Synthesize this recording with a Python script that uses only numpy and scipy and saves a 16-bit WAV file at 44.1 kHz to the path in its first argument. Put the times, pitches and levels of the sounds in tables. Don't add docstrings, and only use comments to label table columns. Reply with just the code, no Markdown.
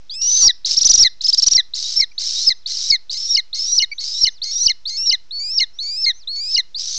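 import sys
import numpy as np
from scipy import signal
from scipy.fft import rfft, irfft, next_fast_len
from scipy.io import wavfile
from scipy.ndimage import uniform_filter1d

SR = 44100
rng = np.random.default_rng(int(sys.argv[2]) if len(sys.argv) > 2 else 0)


def wav_out(sig):
    wavfile.write(sys.argv[1], SR, np.round(np.clip(np.atleast_2d(sig).T, -1, 1) * 32767).astype(np.int16))


N = 307804
T = np.arange(N) / SR

# (f/Hz, relative density/dB)
AIR = [(20, -0.5), (45, -4), (90, -12.5), (170, -19), (350, -20.5), (800, -24), (1500, -24), (3000, -24),
       (5500, -19), (8000, -34)]
# (top t/s, rise/s, level/dB)
FAR_WHISTLES = [(2.17, .08, -58.5), (2.575, 0.046, -57), (3.968, 0.068, -50), (4.328, .035, -48.5),
                (5.815, 0.088, -51), (6.182, 0.0547, -47.5)]
# (delay/s, level/dB)
REFLECTIONS = [(.00131, -17.5), (.00291, -26.5), (.00521, -21.5)]
# (f/Hz, gain/dB)
THROAT = [(1000, -32), (2000, -24.5), (2700, -18), (3200, -10.5), (3800, -6), (4500, -2), (5300, 1.33),
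          (6200, -6.5), (7000, -9), (7800, -10.5), (8600, -35)]
# (t/s, length/s, f/Hz, level/dB)
YELPS = [(0.489, 0.024, 2030, -11), (1.045, 0.036, 2069, -8.5), (1.577, 0.033, 2054, -9.5),
         (2.019, 0.027, 2129, -13.5), (2.501, 0.028, 2085, -13.5), (2.92, 0.045, 2188, -11),
         (3.374, 0.031, 2164, -13), (3.822, 0.027, 2165, -12), (4.268, 0.025, 2128, -13.5),
         (4.696, 0.025, 2160, -12.5), (5.126, 0.03, 2110, -12.5), (5.605, 0.04, 2138, -12),
         (6.061, 0.057, 2127, -11.5), (6.578, 0.032, 2136, -12)]
# (t/s, length/s, f/Hz, level/dB)
PEEPS = [(1.997, 0.029, 2220, -37), (2.114, 0.0077, 2350, -53), (3.914, 0.019, 2287, -33.5)]
# (harmonic number, gain/dB)
YELP_PARTIALS = [(1, -11.5), (2, -0.7), (3, -19), (4, -48.5)]
PEEP_PARTIALS = [(1, 5.3), (2, 3)]
# (t/s, clean opening/s, climb start f/Hz, climb end f/Hz, arch (> 0 climbs early),
# opening level/dB, whistle level/dB, rasp level at break/dB, rasp level at end/dB)
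SCREAMS = [(0.094, 0.12, 4560, 6084, 1.52, -29, -17, -26, -19.5),
           (0.646, .011, 5233, 5896, -0.165, -15, -28, -20, -15),
           (1.207, .011, 5000, 5816, -0.12, -20, -38.5, -20.5, -21),
           (1.735, .011, 5150, 5728, -0.8, -18.5, -36.5, -25, -24.5),
           (2.178, .012, 5086, 5672, 0.5, -18, -27.5, -23, -23),
           (2.658, .012, 4989, 6070, -0.041, -19.5, -29, -25, -23.5),
           (3.094, .015, 4880, 5884, 0.049, -23, -25.5, -27, -31),
           (3.528, .019, 4617, 6140, 0.46, -22, -22.5, -25, -34),
           (3.98, 0.024, 4641, 6290, -0.96, -24.5, -26.5, -26, -30.5),
           (4.416, 0.019, 4680, 6312, 0.37, -21.5, -24.5, -29, -32.5),
           (4.853, 0.026, 4400, 5767, 0.7, -23, -24, -31.5, -44),
           (5.307, .038, 4440, 6120, -1.19, -28, -27, -47.5, -39.5),
           (5.786, .038, 4350, 5770, -0.8, -23.5, -27, -40, -43),
           (6.272, .047, 4280, 5770, -0.95, -23.5, -27, -50, -29.5),
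           (6.744, 0.038, 4400, 6210, 1.6, -25, -28.5, -27.5, -25)]
# (end t/s, level/dB)
DIVES = [(0.487, -1.5), (1.044, -3), (1.577, -6.5), (2.019, -8), (2.501, -11.5), (2.92, -5), (3.365, -10),
         (3.798, -8.5), (4.252, -4), (4.679, -4.5), (5.111, -11.5), (5.596, -11.5), (6.06, -17),
         (6.564, -13), (7.1, -17)]
# (middle t/s, half length/s, f/Hz, level/dB)
SWELLS = [(0.432, .012, 5700, -13), (0.458, .014, 5600, -12), (0.981, 0.004, 5750, -4.5),
          (1.002, .010, 5280, -7.5), (1.017, .008, 5650, -6), (1.556, .007, 5650, -7),
          (1.976, .012, 5450, -12.5), (1.998, 0.00945, 5500, -20.5), (2.479, 0.0077, 5150, -7.5),
          (3.312, .016, 5500, -19), (3.733, 0.0077, 5650, -13.5), (4.218, .008, 5382, -18),
          (4.566, 0.01054, 5650, -21.5), (4.621, 0.012, 5640, -16.5), (5.074, .012, 5500, -22.5)]
# (t/s, length/s, middle f/Hz, level/dB)
PUSHES = [(0.761, 0.038, 5430.0, -8.5), (0.806, 0.034, 5640.0, -9), (0.841, 0.04264, 5850.0, -6),
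          (0.885, 0.041, 5770.0, -2.5), (0.929, 0.036, 5770.0, -3), (1.232, 0.047, 5040, -13),
          (1.274, 0.036, 5170.0, -8.5), (1.323, 0.031, 4820.0, -8), (1.369, 0.038, 5340.0, -9),
          (1.416, 0.033, 5380.0, -7.5), (1.459, 0.033, 5680.0, -4), (1.504, 0.041, 5600.0, -7.5)]
# (start t/s, end t/s, undertone level/dB)
DOUBLINGS = [(0.139, 0.299, -29.5), (4.975, 5.068, -30), (5.396, 5.521, -30.5), (5.83, 6.023, -32),
             (6.361, 6.513, -31.5)]
# (start t/s, end t/s, level/dB)
SLIPS = [(0.678, 0.692, -23.5), (1.770, 1.784, -26), (2.222, 2.24, -27), (2.705, 2.72, -24),
         (3.144, 3.172, -27), (3.549, 3.592, -26.5), (4.003, 4.04, -29), (4.443, 4.512, -26.5),
         (4.897, 4.969, -26.5)]
# (start t/s, end t/s, start f/Hz, level/dB)
SIDE_TONES = [(0.107, 0.157, 3295, -41.5), (0.343, 0.404, 3790, -30), (0.417, 0.475, 4533, -16.5),
              (1.837, 1.904, 3700, -28.5), (2.355, 2.457, 3746, -26), (2.839, 2.878, 3826, -30),
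              (3.288, 3.331, 3680, -31.5), (3.677, 3.776, 3800, -30.5), (4.14, 4.231, 3734, -30),
              (4.554, 4.6, 3606, -35), (4.601, 4.662, 4044, -27), (5.057, 5.086, 3940, -28.5),
              (6.918, 6.988, 3900, -36.5)]
# (f/Hz, relative density/dB)
CRACKLE = [(20, -3.5), (100, -1), (250, -3.5), (900, -12.5), (1600, -11), (4000, -37)]


def from_db(db):
    return np.exp(np.asarray(db) * (np.log(10) / 20))


def rms_one(x):
    return x / np.sqrt(np.mean(x ** 2) + 1e-20)


def gain_at(spectrum, hz):
    points_hz, db = np.transpose(spectrum)
    return from_db(np.interp(np.log(np.maximum(hz, 1)), np.log(points_hz), db))


def noise(spectrum):
    size = next_fast_len(N)
    white = rfft(rng.standard_normal(size))
    return rms_one(irfft(white * gain_at(spectrum, np.fft.rfftfreq(size, 1 / SR)), size)[:N])


def drift(rate_hz):
    coarse_s = np.arange(0, N + 8, 8) / SR
    lowpass = signal.butter(2, rate_hz, fs=SR / 8, output="sos")
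    wander = signal.sosfilt(lowpass, rng.standard_normal(len(coarse_s)))
    return np.interp(T, coarse_s, rms_one(wander))


def gate(t, start, end, edge_s):
    return np.sin(np.pi / 2 * np.clip(np.minimum(t - start, end - t) / edge_s, 0, 1)) ** 2


def bell(t, middle, width_s):
    return np.exp(-((t - middle) / width_s) ** 2)


def during(start_s, end_s):
    return slice(max(int(start_s * SR), 0), int(end_s * SR))


def sine(hz):
    return np.sqrt(2) * np.sin(2 * np.pi * np.cumsum(hz) / SR)


def butter(x, order, hz, kind="low"):
    return signal.sosfilt(signal.butter(order, hz, kind, fs=SR, output="sos"), x)


def band_limit(x, hz):
    return signal.sosfilt(signal.ellip(10, .1, 80, hz, fs=SR, output="sos"), x)


def air(level_db=-56.5):
    return from_db(level_db) * noise(AIR)


def far_whistles(top_hz=6380, rise_hz_per_s=14000, fall_hz_per_s=48000, fall_s=.072):
    out, waver = np.zeros(N), 1 + .0072 * drift(120)
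    for top, rise_s, db in FAR_WHISTLES:
        at = during(top - rise_s, top + fall_s)
        t = T[at]
        hz = top_hz - np.maximum(rise_hz_per_s * (top - t), fall_hz_per_s * (t - top))
        out[at] += sine(hz * waver[at]) * from_db(db) * gate(t, top - rise_s, top + fall_s, .018)
    return out


def forest_echo(x, level_db=-28.5, t60_s=.27, build_s=.0042, dull_hz=5500):
    t = T[:SR]
    tail = rng.standard_normal(SR) * from_db(-60 * t / t60_s) * (1 - np.exp(-t / build_s))
    tail = butter(tail / np.sqrt(np.sum(tail ** 2)), 3, dull_hz)
    return from_db(level_db) * signal.fftconvolve(x, tail)[:N]


def nest(x):
    return x + sum(from_db(db) * np.interp(T - round(delay_s * SR) / SR, T, x)
                   for delay_s, db in REFLECTIONS)


def low_notes(notes, partials, fall, fade_db, edge_s, waver):
    out, unsteady = np.zeros(N), 1 + waver * drift(180)
    for start, length, hz, db in notes:
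        at = during(start, start + length + edge_s)
        u = np.clip((T[at] - start) / length, 0, None)
        pitch_hz = hz * (1 - fall * np.minimum(u, 1) ** 2.6) * unsteady[at]
        level = from_db(db + fade_db * u ** 5) * gate(T[at], start, start + length + edge_s, edge_s)
        out[at] += level * sum(from_db(part_db) * sine(k * pitch_hz) for k, part_db in partials)
    return out


def bridge_notes(hz=2945, level_db=-24.5, shortest_s=.008):
    gaps = [(dive[0], yelp[0] - dive[0]) for dive, yelp in zip(DIVES, YELPS)]
    return [(start, length, hz, level_db) for start, length in gaps if length > shortest_s]


def squeaks(hz=5320, level_db=-14.5, width_s=.0029):
    out = np.zeros(N)
    for start, length, _, _ in bridge_notes():
        at = during(start, start + 2 * length)
        out[at] += from_db(level_db) * sine(np.full_like(T[at], hz)) * bell(T[at], start + length, width_s)
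    return out


def side_tones(pitch_hz, rise_hz_per_s=6000, image_db=-6):
    out = np.zeros(N)
    waver, shimmer = 1 + .02 * drift(140), from_db(.3 * drift(78))
    for start, end, first_hz, db in SIDE_TONES:
        at = during(start, end)
        lower_hz = (first_hz + rise_hz_per_s * (T[at] - start)) * waver[at]
        upper_hz = 2 * pitch_hz[at] - lower_hz
        pair = sine(lower_hz) + from_db(image_db) * sine(upper_hz) * gain_at(THROAT, upper_hz)
        out[at] += from_db(db) * pair * shimmer[at] * gate(T[at], start, end, .0021)
    return out


def cracks(register_db=-29, split_db=-36):
    moments = [(row[0], register_db) for row in YELPS]
    moments += [(t, split_db) for row in DOUBLINGS + SLIPS for t in row[:2]]
    level = np.zeros(N)
    for t, db in moments:
        at = during(t - .01, t + .01)
        level[at] += from_db(db) * bell(T[at], t, .0028)
    return level


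def chaos(leap=.069, flicker_db=3.5, turbulence_db=-5, grain_db=-2.1):
    tones = 0
    for centre_hz in (4050, 5100, 6200):
        hz = centre_hz * np.exp(leap * drift(150) + .04 * drift(900))
        tones += sine(hz) * gain_at(THROAT, hz) * from_db(flicker_db * drift(180))
    turbulence = from_db(turbulence_db) * noise(THROAT)
    return rms_one((rms_one(tones) + turbulence) * from_db(grain_db * drift(180)))


def undertones(pitch_hz, slip_db=-1):
    level, doubled = np.zeros(N), np.zeros(N)
    for start, end, db in DOUBLINGS + [(start, end, db + slip_db) for start, end, db in SLIPS]:
        at = during(start, end)
        doubled[at] = gate(T[at], start, end, .003)
        level[at] = from_db(db) * doubled[at]
    lines = sum(sine(hz) * gain_at(THROAT, hz) for hz in (.5 * pitch_hz, 1.5 * pitch_hz))
    return level * lines, doubled


def slip(pitch_hz, whistle, low_hz=4160, rise_hz_per_s=3600):
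    for start, end, db in SLIPS:
        at = during(start, end)
        held = gate(T[at], start, end, .002)
        pitch_hz[at] += (low_hz + rise_hz_per_s * (T[at] - start) - pitch_hz[at]) * held
        whistle[at] += (from_db(db) - whistle[at]) * held


def swell(pitch_hz, whistle, rasp, rasp_db=-4.5):
    for middle, width_s, hz, db in SWELLS:
        start, end = middle - 2 * width_s, middle + 2 * width_s
        at = during(start, end)
        hump = bell(T[at], middle, width_s)
        pitch_hz[at] += (hz - pitch_hz[at]) * gate(T[at], start, end, 2 * width_s)
        whistle[at] += from_db(db) * hump
        rasp[at] *= from_db(rasp_db * hump)


def flutter(pitch_hz, whistle, rasp, gap_db=-14, flank_db=-28, rasp_db=-15, split_db=-8, mirror_db=-18):
    pushing = np.zeros(N)
    for start, length, _, _ in PUSHES:
        span_s = start - .012, start + length + .012
        at = during(*span_s)
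        pushing[at] += gate(T[at], *span_s, .008)
    rasp *= from_db(gap_db * np.minimum(pushing, 1))
    mirrored = np.zeros(N)
    for start, length, hz, db in PUSHES:
        at = during(start, start + length)
        u = np.abs(2 * (T[at] - start) / length - 1)
        window = gate(T[at], start, start + length, .007)
        flanks = np.sin(np.pi * u) ** 2
        split = bell(T[at], start + .74 * length, .0013)
        pitch_hz[at] = hz * np.interp(u, [0, .2, .38, .42, .65, 1], [1, 1.01, 1.05, .95, .86, .6])
        whistle[at] += from_db(db + flank_db * u ** 2) * window * (1 - split)
        push_rasp = from_db(db + rasp_db) * window * (.25 + flanks) + from_db(db + split_db) * split
        rasp[at] = np.hypot(rasp[at], push_rasp)
        mirrored[at] = sine(hz * (1 + .36 * u ** 1.5)) * from_db(db + mirror_db) * flanks * window
    return mirrored


def scream_controls(rest_hz=3387, scoop_s=.0095, dive_s=.012, break_s=.0079,
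                    crescendo_db=5, build_db=-27.5, hoarse_db=-30.5):
    pitch_hz, whistle, rasp = np.full(N, float(rest_hz)), np.zeros(N), np.zeros(N)
    for scream, (end, dive_db) in zip(SCREAMS, DIVES):
        start, opening_s, first_hz, last_hz, arch, opening_db, whistle_db, *rasp_db = scream
        break_at = start + opening_s
        at = during(start, end)
        t = T[at]
        u = (t - start) / (end - start)
        climb_hz = first_hz + (last_hz - first_hz) * (u + arch * u * (1 - u))
        tension = (1 - np.exp((start - t) / scoop_s)) * (1 - np.exp((t - end) / dive_s))
        pitch_hz[at] = rest_hz + (climb_hz - rest_hz) * tension
        broken = np.clip((t - break_at) / break_s + .5, 0, 1)
        body = from_db(opening_db * (1 - broken) + (whistle_db + crescendo_db * u) * broken)
        build = from_db(build_db) * bell(t, end - .023, .0135)
        burst = from_db(dive_db) * bell(t, end - .0115, .006)
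        whistle[at] = (body + build + burst) * gate(t, start, end, .0038)
        rasp[at] = from_db(np.interp(t, [break_at, end], rasp_db)) * broken * gate(t, start, end, .0088)
        rasp[at] += from_db(hoarse_db) * bell(t, end - .004, .003)
    return pitch_hz, whistle, rasp


def screams(stick_hz=46, spacing_hz=421, jitter=.0318, shimmer_db=2, octave_db=-33, doubled_rasp_db=-4):
    pitch_hz, whistle, rasp = scream_controls()
    swell(pitch_hz, whistle, rasp)
    mirrored = flutter(pitch_hz, whistle, rasp)
    slip(pitch_hz, whistle)
    rough = rasp ** 2 / (rasp ** 2 + whistle ** 2 + 1e-12)
    wobble = (.002 + .022 * np.sqrt(rough)) * drift(45)
    pitch_hz *= 1 + wobble + .0091 * drift(140)
    pitch_hz += stick_hz * np.sin(2 * np.pi * pitch_hz / spacing_hz)
    halves, doubled = undertones(pitch_hz)
    stagger = .11 * rough ** 1.4 * drift(130) + jitter * rough * drift(750)
    unsteady_hz = pitch_hz * (1 + (1 - doubled) * stagger)
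    dropouts_db = 5 * rough ** .6 * (1 - doubled) * (drift(90) - .9)
    flicker = from_db(shimmer_db * np.sqrt(rough) * drift(130) + dropouts_db)
    tone = whistle * flicker * (sine(unsteady_hz) + from_db(octave_db) * sine(2 * unsteady_hz))
    hoarse = (rasp * from_db(doubled_rasp_db * doubled) + cracks()) * chaos()
    return tone + hoarse + halves + mirrored + side_tones(pitch_hz)


def scene():
    yelps = low_notes(YELPS, YELP_PARTIALS, fall=.17, fade_db=-18, edge_s=.0041, waver=.009)
    peeps = low_notes(PEEPS + bridge_notes(), PEEP_PARTIALS,
                      fall=.0051, fade_db=-1.6, edge_s=.0031, waver=.014)
    voices = screams() + yelps + peeps + squeaks()
    mono = nest(voices) + forest_echo(voices) + far_whistles() + air()
    return np.array([mono, mono])


def record(dry, clip_level=.563, asymmetry=.1, crackle_db=-36, dc_offset=.018,
           dull_hz=7400, mic_top_hz=8800, sampling_hz=16000, alias_db=-1, cutoff_hz=15800):
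    fine = signal.resample_poly(dry[0], 4, 1)
    limit = clip_level * (1 + asymmetry * np.sign(fine))
    clipped, loud = fine.copy(), np.abs(fine) > clip_level / 2
    clipped[loud] /= (1 + (fine[loud] / limit[loud]) ** 8) ** (1 / 8)
    overload = uniform_filter1d(np.tanh(np.abs(fine - clipped)[::4] / .04), size=80)
    mono = signal.resample_poly(clipped, 1, 4) + from_db(crackle_db) * overload * noise(CRACKLE)
    mono = band_limit(butter(mono, 6, dull_hz), mic_top_hz) + dc_offset
    treble = butter(mono, 12, sampling_hz / 2, "high")
    alias = from_db(alias_db) * treble * 2 * np.cos(2 * np.pi * sampling_hz * T)
    mono = band_limit(mono + alias, mic_top_hz)
    mono = band_limit(np.clip(mono, -.73, .73), cutoff_hz)
    return np.array([mono, mono])


dry = scene()
out = record(dry)
wav_out(out)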